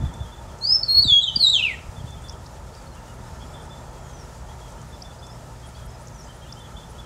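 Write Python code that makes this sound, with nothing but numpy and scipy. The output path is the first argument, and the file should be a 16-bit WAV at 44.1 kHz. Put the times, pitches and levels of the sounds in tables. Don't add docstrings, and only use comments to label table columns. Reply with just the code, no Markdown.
import sys
import numpy as np
from scipy import signal
from scipy.fft import rfft, irfft, next_fast_len
from scipy.io import wavfile
from scipy.ndimage import uniform_filter1d, minimum_filter1d, map_coordinates

SR = 44100
rng = np.random.default_rng(int(sys.argv[2]) if len(sys.argv) > 2 else 0)


def to_linear_factor(level_db):
    exponent = np.asarray(level_db, float) / 20
    return 10 ** exponent


def unload_audio(sound):
    columns = np.transpose(np.atleast_2d(sound))
    steps = np.round(np.clip(columns, -1, 1) * 32767)
    wavfile.write(sys.argv[1], SR, steps.astype(np.int16))


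N = 311295


def unit(x):
    return x / np.sqrt(np.mean(x ** 2) + 1e-20)


def along(points, hz):
    point_hz, value = np.transpose(points)
    return np.interp(np.log(hz + 1), np.log(point_hz + 1), value)


def wobble(rate):
    knots = rng.standard_normal(int(N * rate / SR) + 4)
    return map_coordinates(knots, [np.arange(N) * rate / SR])


def filtered(x, response):
    size = next_fast_len(N + SR // 2)
    hz = np.fft.rfftfreq(size, 1 / SR)
    return irfft(rfft(x, size) * response(hz), size)[:N]


def add(track, start_s, sound):
    part = track[max(round(start_s * SR), 0):][:len(sound)]
    part += sound[:len(part)]


def rush(spectrum, patchy_db):
    z = signal.stft(rng.standard_normal(N), nperseg=512)[2]
    patches = uniform_filter1d(rng.standard_normal(z.shape), 6, 0)
    patches = uniform_filter1d(patches, 12, 1)
    noise = signal.istft(z * to_linear_factor(patchy_db * unit(patches)), nperseg=512)[1][:N]
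    return unit(filtered(noise, lambda hz: to_linear_factor(along(spectrum, hz))))


def copies(x, paths):
    def response(hz):
        return sum(to_linear_factor(db) * np.exp(-2j * np.pi * hz * ms / 1000) for ms, db in paths)
    return filtered(x, response)


def puffs(table, ms, wide):
    out = np.zeros(N)
    u = 4000 * np.arange(1500) / SR / ms
    noises = rng.standard_normal((len(table), 1500))
    for (start_s, db, hz), noise in zip(table, noises):
        limits_hz = [hz / wide, min(wide * hz, .45 * SR)]
        sos = signal.butter(2, limits_hz, "band", fs=SR, output="sos")
        band = signal.sosfilt(sos, noise)
        add(out, start_s - .001, to_linear_factor(db - 3.5) * unit(band) * u * np.exp(-u))
    return out


def far_notes(table, power, rise_hz, arch_hz):
    out = np.zeros(N)
    for start_s, length_s, middle_hz, db in table:
        u = np.linspace(-1, 1, int(length_s * SR))
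        hz = middle_hz + rise_hz * u / 2 - arch_hz * u ** 2
        swell = np.abs(np.cos(np.pi * u / 2)) ** power
        add(out, start_s, to_linear_factor(db) * swell * np.sin(2 * np.pi * np.cumsum(hz) / SR))
    return out


# [pitch_hz, time_to_fade_60_db_s]
TREE_RING = [(1500, 0.42), (4000, 0.36), (10000, 0.45)]


def scattered(x, gap_s, quick):
    hz, t, z = signal.stft(rng.standard_normal(SR // 2), SR, nperseg=256)
    fade_db = -60 * quick * t / along(TREE_RING, hz)[:, None]
    tail = signal.istft(z * to_linear_factor(fade_db), SR, nperseg=256)[1]
    tail = np.pad(tail, (int(gap_s * SR), 0))
    return signal.fftconvolve(x, tail / np.linalg.norm(tail))[:N]


# [start_s, rumble_db, road_db]
AIR_LEVELS = [(0, -27.5, -43.5), (.3, -43.5, -46), (2.4, -42.5, -47), (3.7, -42, -44.5), (4.6, -44, -46.5),
              (6.5, -43, -47), (7.06, -42, -47)]
# [pitch_hz, level_db per Hz]
RUMBLE_TONE = [(12, -48), (20, -28.5), (27, -15), (42, -1.5), (65, 1.5), (90, -2.5), (105, -7.5), (140, -8),
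               (180, -10.5), (330, -20.5), (430, -60), (730, -120)]
# [pitch_hz, level_db per Hz]
ROAD_TONE = [(150, -22.5), (250, 0), (281, -18), (363, 1), (400, -2.5), (429, -2.5), (473, -1), (622, 1),
             (771, -2.5), (911, 3), (1090, -7.5), (1310, -1.5), (1560, -11.5), (1770, -9), (2600, -26.5),
             (3380, -54), (5720, -120)]
# [pitch_hz, level_db per Hz]
HISS_TONE = [(1350, -24), (2300, -0.5), (2850, -1), (3320, 0.5), (4160, -2.5), (5120, -0.5), (7160, 0.5),
             (15600, -18)]
# [pitch_hz, wander_hz, level_db]
MACHINE_HUMS = [
    (58, 6, -49),
    (120, 1.5, -49),
    (155, 3, -54),
]


def air():
    start_s, *levels = np.transpose(AIR_LEVELS)
    rumble_db, road_db = [np.interp(np.arange(N) / SR, start_s, level) for level in levels]
    hums = np.zeros(N)
    for pitch_hz, wander_hz, db in MACHINE_HUMS:
        gain = to_linear_factor(db + 2.5 * wobble(4))
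        hz = pitch_hz + wander_hz * wobble(8)
        hums += gain * np.sqrt(2) * np.sin(2 * np.pi * np.cumsum(hz) / SR)
    rumble = to_linear_factor(rumble_db + 1 + .7 * wobble(12)) * rush(RUMBLE_TONE, patchy_db=.8)
    road = to_linear_factor(road_db + 0.53) * rush(ROAD_TONE, patchy_db=0.98)
    hiss = to_linear_factor(-54 + 0.86 * wobble(25)) * rush(HISS_TONE, patchy_db=.7)
    return rumble + hums + road + hiss


# [start_s, peak_db, pitch_hz, cycles]
GUST_THUMPS = [(.0, -28, 112, 1.3), (0.021, -39, 69, 1.4), (.033, -16, 131, 2), (0.053, -19.5, 67, 1.9),
               (0.205, -21, 102.6, 2), (0.231, -31, 90, 1.8), (0.965, -26.5, 80.8, 1.8),
               (0.994, -24.5, 89.7, 1.6), (1.051, -21, 224, 1.7), (1.06, -19.5, 98.6, 1.8),
               (1.118, -19.5, 109, 0.98), (1.368, -24, 202, 1.4), (1.887, -26.5, 71, 0.91),
               (1.98, -28.5, 89, 1.3), (2.003, -28, 120, 1.9), (2.04, -24, 126, 1.5),
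               (2.101, -30, 107, 1.4), (2.165, -34, 110, 1.3)]


def gusts():
    out = np.zeros(N)
    for start_s, db, hz, cycles in GUST_THUMPS:
        u = np.linspace(0, 1, int(cycles / hz * SR))
        swell = np.sin(np.pi * u) ** 0.57
        rocking = np.sin(2 * np.pi * cycles * u * (1.15 - 0.21 * u))
        add(out, start_s, to_linear_factor(db) * swell * rocking)
    return out


# [start_s, length_s, peak_db]
FIRST_WARBLER = [(.005, 0.039, -50), (0.047, 0.032, -45), (.126, 0.04, -51), (0.19, 0.051, -46),
                 (0.314, 0.038, -47.5), (0.374, 0.028, -51.5), (0.47, 0.034, -59), (1.957, 0.037, -50.5),
                 (2.066, 0.049, -49), (2.114, 0.038, -47.5), (2.228, 0.062, -49), (2.293, .03, -49),
                 (3.534, 0.034, -47.5), (3.592, .034, -53), (3.694, 0.056, -48.5), (3.768, 0.019, -50),
                 (4.921, 0.033, -50), (5.038, 0.048, -49.5), (5.103, 0.021, -51), (5.22, 0.039, -47.5),
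                 (5.282, 0.028, -51), (6.483, 0.037, -50.5), (6.595, .038, -49), (6.76, 0.049, -45.5),
                 (6.828, 0.024, -51)]


def first_warbler():
    notes = [(start_s, length_s, 3540, db) for start_s, length_s, db in FIRST_WARBLER]
    return far_notes(notes, power=.45, rise_hz=0, arch_hz=240)


# [start_s, length_s, top_hz, peak_db]
SECOND_WARBLER = [(.088, 0.027, 3360, -49), (.245, 0.062, 3330, -51), (.492, 0.059, 3340, -58),
                  (1.995, 0.02, 3300, -48), (2.16, 0.043, 3260, -53), (2.262, 0.02, 3400, -50),
                  (2.325, .022, 3320, -49), (2.933, .028, 3060, -56), (2.963, .03, 2820, -55),
                  (3.067, 0.059, 2940, -56), (3.402, 0.045, 3416, -49), (3.415, .03, 3300, -52),
                  (3.545, 0.04, 3310, -54), (3.59, 0.037, 3300, -54), (3.935, .04, 3380, -60),
                  (4.06, .06, 3320, -62), (4.14, .05, 3300, -61), (4.484, 0.043, 3370, -50),
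                  (4.61, 0.048, 3390, -49), (4.667, .036, 3270, -54), (4.77, 0.065, 3130, -61),
                  (5.629, .043, 3310, -51.5), (5.749, 0.052, 3410, -49), (5.815, 0.04, 3310, -55),
                  (5.87, 0.055, 3350, -61), (6.268, 0.058, 3130, -54), (6.33, .04, 3170, -58),
                  (6.412, 0.041, 3240, -51), (6.445, 0.034, 2900, -52), (6.465, .022, 3200, -57),
                  (6.557, 0.057, 3160, -51.5), (6.615, 0.034, 3100, -57), (6.643, 0.024, 3410, -45),
                  (6.74, 0.051, 3200, -55), (6.81, 0.037, 3300, -55), (6.946, .026, 3070, -55),
                  (6.98, 0.034, 3450, -46.5), (7.015, .022, 3400, -56), (7.043, 0.036, 3400, -50)]


def second_warbler():
    return far_notes(SECOND_WARBLER, power=.45, rise_hz=30, arch_hz=260)


# [start_s, peak_db, centre_hz]
LEAF_TICKS = [(0.1387, -34, 7200), (0.5871, -36, 6440), (2.1056, -37, 6940), (2.2212, -37, 7260),
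              (2.3246, -38, 7480), (2.823, -40, 7250), (2.9507, -39, 7010), (3.1398, -40, 8620),
              (3.6526, -41, 7500), (4.6029, -42, 6350), (4.7057, -40, 7600), (4.7207, -38, 7700),
              (4.8155, -36, 6580), (5.2659, -34.5, 6160), (6.0721, -44, 6360), (6.0824, -35, 6390),
              (6.5919, -38, 8000), (6.7765, -42, 7030)]
# [start_s, length_s, start_hz, level_db]
LEAF_RUBS = [(0.604, .13, 6300, -44), (1.009, .02, 6700, -42), (2.23, .03, 8500, -52.5),
             (3.14, .025, 9200, -56), (3.517, .028, 7140, -48), (3.613, .048, 8300, -54),
             (4.87, .03, 9000, -54), (5.658, .03, 8200, -46), (5.85, 0.015, 8600, -50),
             (5.903, .02, 7300, -50), (6, .029, 8450, -47), (6.177, .025, 8600, -53),
             (6.214, 0.066, 6000, -48.5), (6.345, .023, 8500, -51), (6.892, .025, 8950, -50)]


def leaves():
    rubs = []
    for start_s, length_s, start_hz, db in LEAF_RUBS:
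        progress = np.linspace(0, 1, int(length_s * 230) + 2)
        for u, a, b in zip(progress, *rng.standard_normal((2, 64))):
            tick_s = start_s + u * length_s + 0.00082 * a
            tick_hz = start_hz * 1.21 ** u * (1 + 0.064 * b)
            rubs.append((tick_s, db + 3.5 + 3 * a, tick_hz))
    return puffs(LEAF_TICKS, ms=8, wide=1.2) + puffs(rubs, ms=7, wide=1.06)


def grass(x):
    return filtered(x, lambda hz: 1 / np.sqrt(1 + (hz / 7450) ** 6))


NOTE_RISE = [(.612, 4130, -42), (.628, 4260, -32), (.655, 4600, -20), (.661, 4560, -35),
             (.668, 4830, -23.5), (.72, 5130, -15), (.75, 5333, -18), (.767, 5200, -15.5)]
NOTE_LEAD = [(0.834, 4490, -14), (.842, 4540, -35.5), (.858, 4300, -41), (.876, 4250, -36)]
NOTE_HOLD = [(.885, 4268, -22), (.897, 4270, -16), (.934, 4292, -16), (.942, 4305, -29), (.947, 4310, -13),
             (.957, 4318, -13), (.967, 4330, -16), (.986, 4347, -12), (1.0, 4385, -15)]
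NOTE_TUMBLE = [(1.021, 4580, -19), (1.032, 4515, -12), (1.0355, 4180, -22), (1.0385, 4520, -27),
               (1.044, 3925, -17), (1.052, 3860, -20), (1.066, 3820, -30)]
NOTE_DROP = [(1.074, 3690, -25.5), (1.09, 3560, -14.5), (1.1, 3472, -14.5), (1.12, 3350, -10.5),
             (1.166, 3302, -12.5), (1.195, 3330, -16.5), (1.205, 3440, -20)]
NOTE_STEP_1 = [(1.214, 3936, -27), (1.229, 3910, -26), (1.237, 3770, -17.5), (1.246, 3520, -16.5)]
NOTE_STEP_2 = [(1.267, 3345, -22), (1.279, 3135, -24), (1.288, 3095, -13), (1.3, 3040, -23)]
NOTE_PIP = [(1.358, 4840, -32), (1.36, 4770, -16.5), (1.365, 4690, -12), (1.367, 4820, -22.5)]
NOTE_SLUR_1 = [(1.38, 4480, -38), (1.389, 4430, -38), (1.41, 4377, -19.5), (1.421, 4310, -18),
               (1.433, 4136, -15), (1.444, 3930, -13.5), (1.456, 3845, -15.5), (1.468, 3783, -16.5),
               (1.486, 3740, -21)]
NOTE_SLUR_2 = [(1.498, 3887, -17), (1.506, 3917, -15.5), (1.515, 3890, -31.5), (1.527, 3896, -33),
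               (1.534, 3714, -18), (1.555, 3245, -17), (1.579, 3020, -23)]
NOTE_SLUR_3 = [(1.588, 2787, -21), (1.605, 2547, -26.5), (1.618, 2496, -33)]
NOTE_SLUR_4 = [(1.627, 2980, -20), (1.645, 2730, -20), (1.679, 2400, -25), (1.71, 2063, -33.5),
               (1.75, 1845, -43)]
# [second_db, third_db, fourth_db]
NOTE_OVERTONES = [(-38, -46, -70), (-35, -47, -70), (-31, -33, -70), (-27, -36, -65), (-27, -45, -52),
                  (-25, -50, -70), (-24, -55, -52), (-47, -58, -70), (-23, -40, -65.5), (-21, -48, -62),
                  (-31, -50, -60), (-34, -57, -46)]
# [late_ms, level_db]
GROUND_PATHS = [(6.39, -7), (7.6, -5.5), (7.1, -9), (6.33, -6.5), (6.325, -7), (5.4, -3), (6.32, -3),
                (6.365, -11.5), (6.365, -3), (6.33, -3.5), (5.6, -2), (6.335, -4)]
# [pitch_hz, level_db]
THROAT_TONE = [(4500, -6), (7500, 3), (10000, -10), (10700, 1), (11700, -5), (13300, 0), (14200, -12),
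               (15000, -4)]


def lark():
    attack_s, release_s, edge_db = .0065, .0038, 33.5
    loud_db, overtone_lag = -15, (.6, .35, .95)
    phrase = [NOTE_RISE, NOTE_LEAD, NOTE_HOLD, NOTE_TUMBLE, NOTE_DROP, NOTE_STEP_1, NOTE_STEP_2,
              NOTE_PIP, NOTE_SLUR_1, NOTE_SLUR_2, NOTE_SLUR_3, NOTE_SLUR_4]
    out, bounced = np.zeros((2, N))
    flutter = to_linear_factor(.7 * wobble(120))
    fickle_db = [3 * wobble(55) for _ in range(3)]
    for note, path, weak in zip(phrase, GROUND_PATHS, NOTE_OVERTONES):
        s, hz, db = np.transpose(note)
        t = np.arange(s[0] - attack_s, s[-1] + release_s, 1 / SR)
        outside = np.maximum((s[0] - t) / attack_s, (t - s[-1]) / release_s)
        fade_db = -edge_db * np.maximum(outside, 0)
        pitch_hz = uniform_filter1d(np.interp(t, s, hz), size=110, mode="nearest")
        turn = 2 * np.pi * np.cumsum(pitch_hz) / SR
        curve_db = np.interp(t, s, db)
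        level_db = uniform_filter1d(curve_db + fade_db, 90, mode="nearest")
        voice = np.sin(turn)
        for i, under_db in enumerate(weak):
            k = i + 2
            over_db = under_db + fickle_db[i][round(t[0] * SR):][:len(t)]
            over_db = over_db + overtone_lag[i] * (loud_db - curve_db) + along(THROAT_TONE, k * pitch_hz)
            voice = voice + to_linear_factor(over_db) * np.sin(k * turn) * (k * pitch_hz < .45 * SR)
        straight = np.zeros(N)
        add(straight, t[0], np.sqrt(2) * to_linear_factor(level_db) * voice)
        straight *= flutter
        out += straight
        bounced += copies(straight, [path])
    return out + grass(bounced)


# [late_ms, level_db]
WALL_PATHS = [
    (33, -22),
    (41, -21),
    (57, -27),
]
# [pitch_hz, level_db]
ECHO_TONE = [(1500, -6), (2500, -3), (4000, 1), (5000, -0.5), (8000, 0), (10000, -2.5), (13000, -9)]


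def echoes(near):
    sway = 2.3 * wobble(45)
    moving = scattered(near * np.cos(sway), gap_s=.008, quick=1.0)
    moving = moving + scattered(near * np.sin(sway), gap_s=.008, quick=1.0)
    distant = scattered(near * np.cos(3 * sway), gap_s=.03, quick=.6)
    answer = copies(near, WALL_PATHS) + to_linear_factor(-8) * moving + to_linear_factor(-20) * distant
    return filtered(answer, lambda hz: to_linear_factor(along(ECHO_TONE, hz)))


def bowed_note():
    return far_notes([(.941, .062, 3550, -50)], power=.4, rise_hz=550, arch_hz=520)


# [start_s, length_s, middle_hz, rise_hz, peak_db]
LONG_SLIDES = [
    (.956, .024, 2600, -750, -50),
    (2.415, .065, 3710, 60, -59),
    (3.85, .37, 3290, -90, -66),
    (6.23, .04, 6150, 300, -54),
    (3.7, .14, 7450, -450, -60),
    (3.96, .33, 6200, -2750, -54.5),
    (6.09, .205, 5600, -2100, -54),
]


def slides():
    out = np.zeros(N)
    for start_s, length_s, hz, rise_hz, db in LONG_SLIDES:
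        out += far_notes([(start_s, length_s, hz, db)], power=.7, rise_hz=rise_hz, arch_hz=0)
    return to_linear_factor(-2.5) * (out + scattered(out, gap_s=0, quick=2.5))


# [start_s, peak_db, centre_hz]
VOICE_BREAKS = [
    (1.033, -34, 2620),
    (1.037, -40, 8670),
    (1.103, -29, 2300),
    (1.127, -30.5, 2294),
    (1.14, -30, 2320),
    (1.371, -45.5, 6130),
    (1.49, -28, 5160),
    (1.49, -43, 8000),
    (1.582, -26, 2950),
]


def voice_breaks():
    return puffs(VOICE_BREAKS, ms=3, wide=1.2)


# [start_s, length_s, middle_hz, peak_db]
ALARM_CHIPS = [
    (2.283, 0.0079, 5180, -38),
    (2.294, 0.0061, 5350, -29.5),
    (2.461, 0.0022, 4280, -41),
    (2.464, .0041, 5300, -39),
    (2.75, 0.0042, 5220, -41),
    (5.019, 0.009, 5250, -32),
    (6.071, 0.0051, 6400, -39),
    (6.523, 0.0076, 5210, -32),
]


def chips():
    return far_notes(ALARM_CHIPS, power=1.0, rise_hz=1970, arch_hz=-80)


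# [start_s, top_hz, peak_db]
TRILL_PEEPS = [
    (2.726, 4550, -55),
    (2.764, 4790, -52),
    (2.812, 4580, -57),
    (2.86, 4420, -55),
    (2.91, 4240, -56),
    (5.877, 5280, -54),
    (5.94, 5160, -53),
]


def peeps():
    notes = [(start_s, .027, hz, db) for start_s, hz, db in TRILL_PEEPS]
    return far_notes(notes, power=.7, rise_hz=0, arch_hz=330)


# [start_s, length_s, middle_hz, peak_db]
FINCH_TWEETS = [(3.25, .045, 5200, -59), (3.335, 0.028, 5400, -57), (3.405, .03, 5300, -57),
                (3.472, .04, 5250, -57), (3.545, .03, 5050, -59), (3.622, .015, 5110, -58),
                (3.688, .018, 5040, -56), (3.765, 0.014, 5050, -57), (4.94, .027, 5250, -55),
                (5.125, .035, 4970, -54), (5.186, 0.019, 4980, -52), (5.238, .038, 5300, -52),
                (5.294, 0.04, 5240, -51.5), (5.743, .036, 4670, -54)]


def tweets():
    return far_notes(FINCH_TWEETS, power=.35, rise_hz=650, arch_hz=130)


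def far_birds():
    high = (slides() + peeps() + tweets()) * to_linear_factor(2.5 * wobble(350))
    songs = (first_warbler() + second_warbler()) * to_linear_factor(1.6 * wobble(250)) + high
    songs = songs * to_linear_factor(1.5 + wobble(70))
    clear = chips() + bowed_note()
    blurred = to_linear_factor(-7.5) * scattered(songs, gap_s=.002, quick=2.2)
    ringing = to_linear_factor(-13) * scattered(songs + clear, gap_s=.004, quick=1)
    return to_linear_factor(-2) * songs + blurred + clear + ringing


def scene():
    near = lark() + voice_breaks()
    return (air() + gusts() + far_birds() + leaves() + near + echoes(near))[None]


def low_pass(x):
    return signal.sosfilt(signal.butter(12, 15750, fs=SR, output="sos"), x)


def record(dry):
    power = np.abs(uniform_filter1d(dry[0] ** 2, 2500))
    level_db = 10 * np.log10(power + 1e-9)
    need_db = -1.1 * np.maximum(level_db + 11.5, 0)
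    held_db = minimum_filter1d(need_db, size=7000, origin=3000)
    gain_db = uniform_filter1d(held_db, 1800)
    x = filtered(dry[0] * to_linear_factor(gain_db), lambda hz: hz < 15740)
    ceiling = .5
    limit = minimum_filter1d(np.minimum(ceiling / (np.abs(x) + 1e-9), 1), size=300)
    mix = x * uniform_filter1d(limit, size=300)
    return low_pass(mix[None])


dry = scene()
out = record(dry)
unload_audio(out)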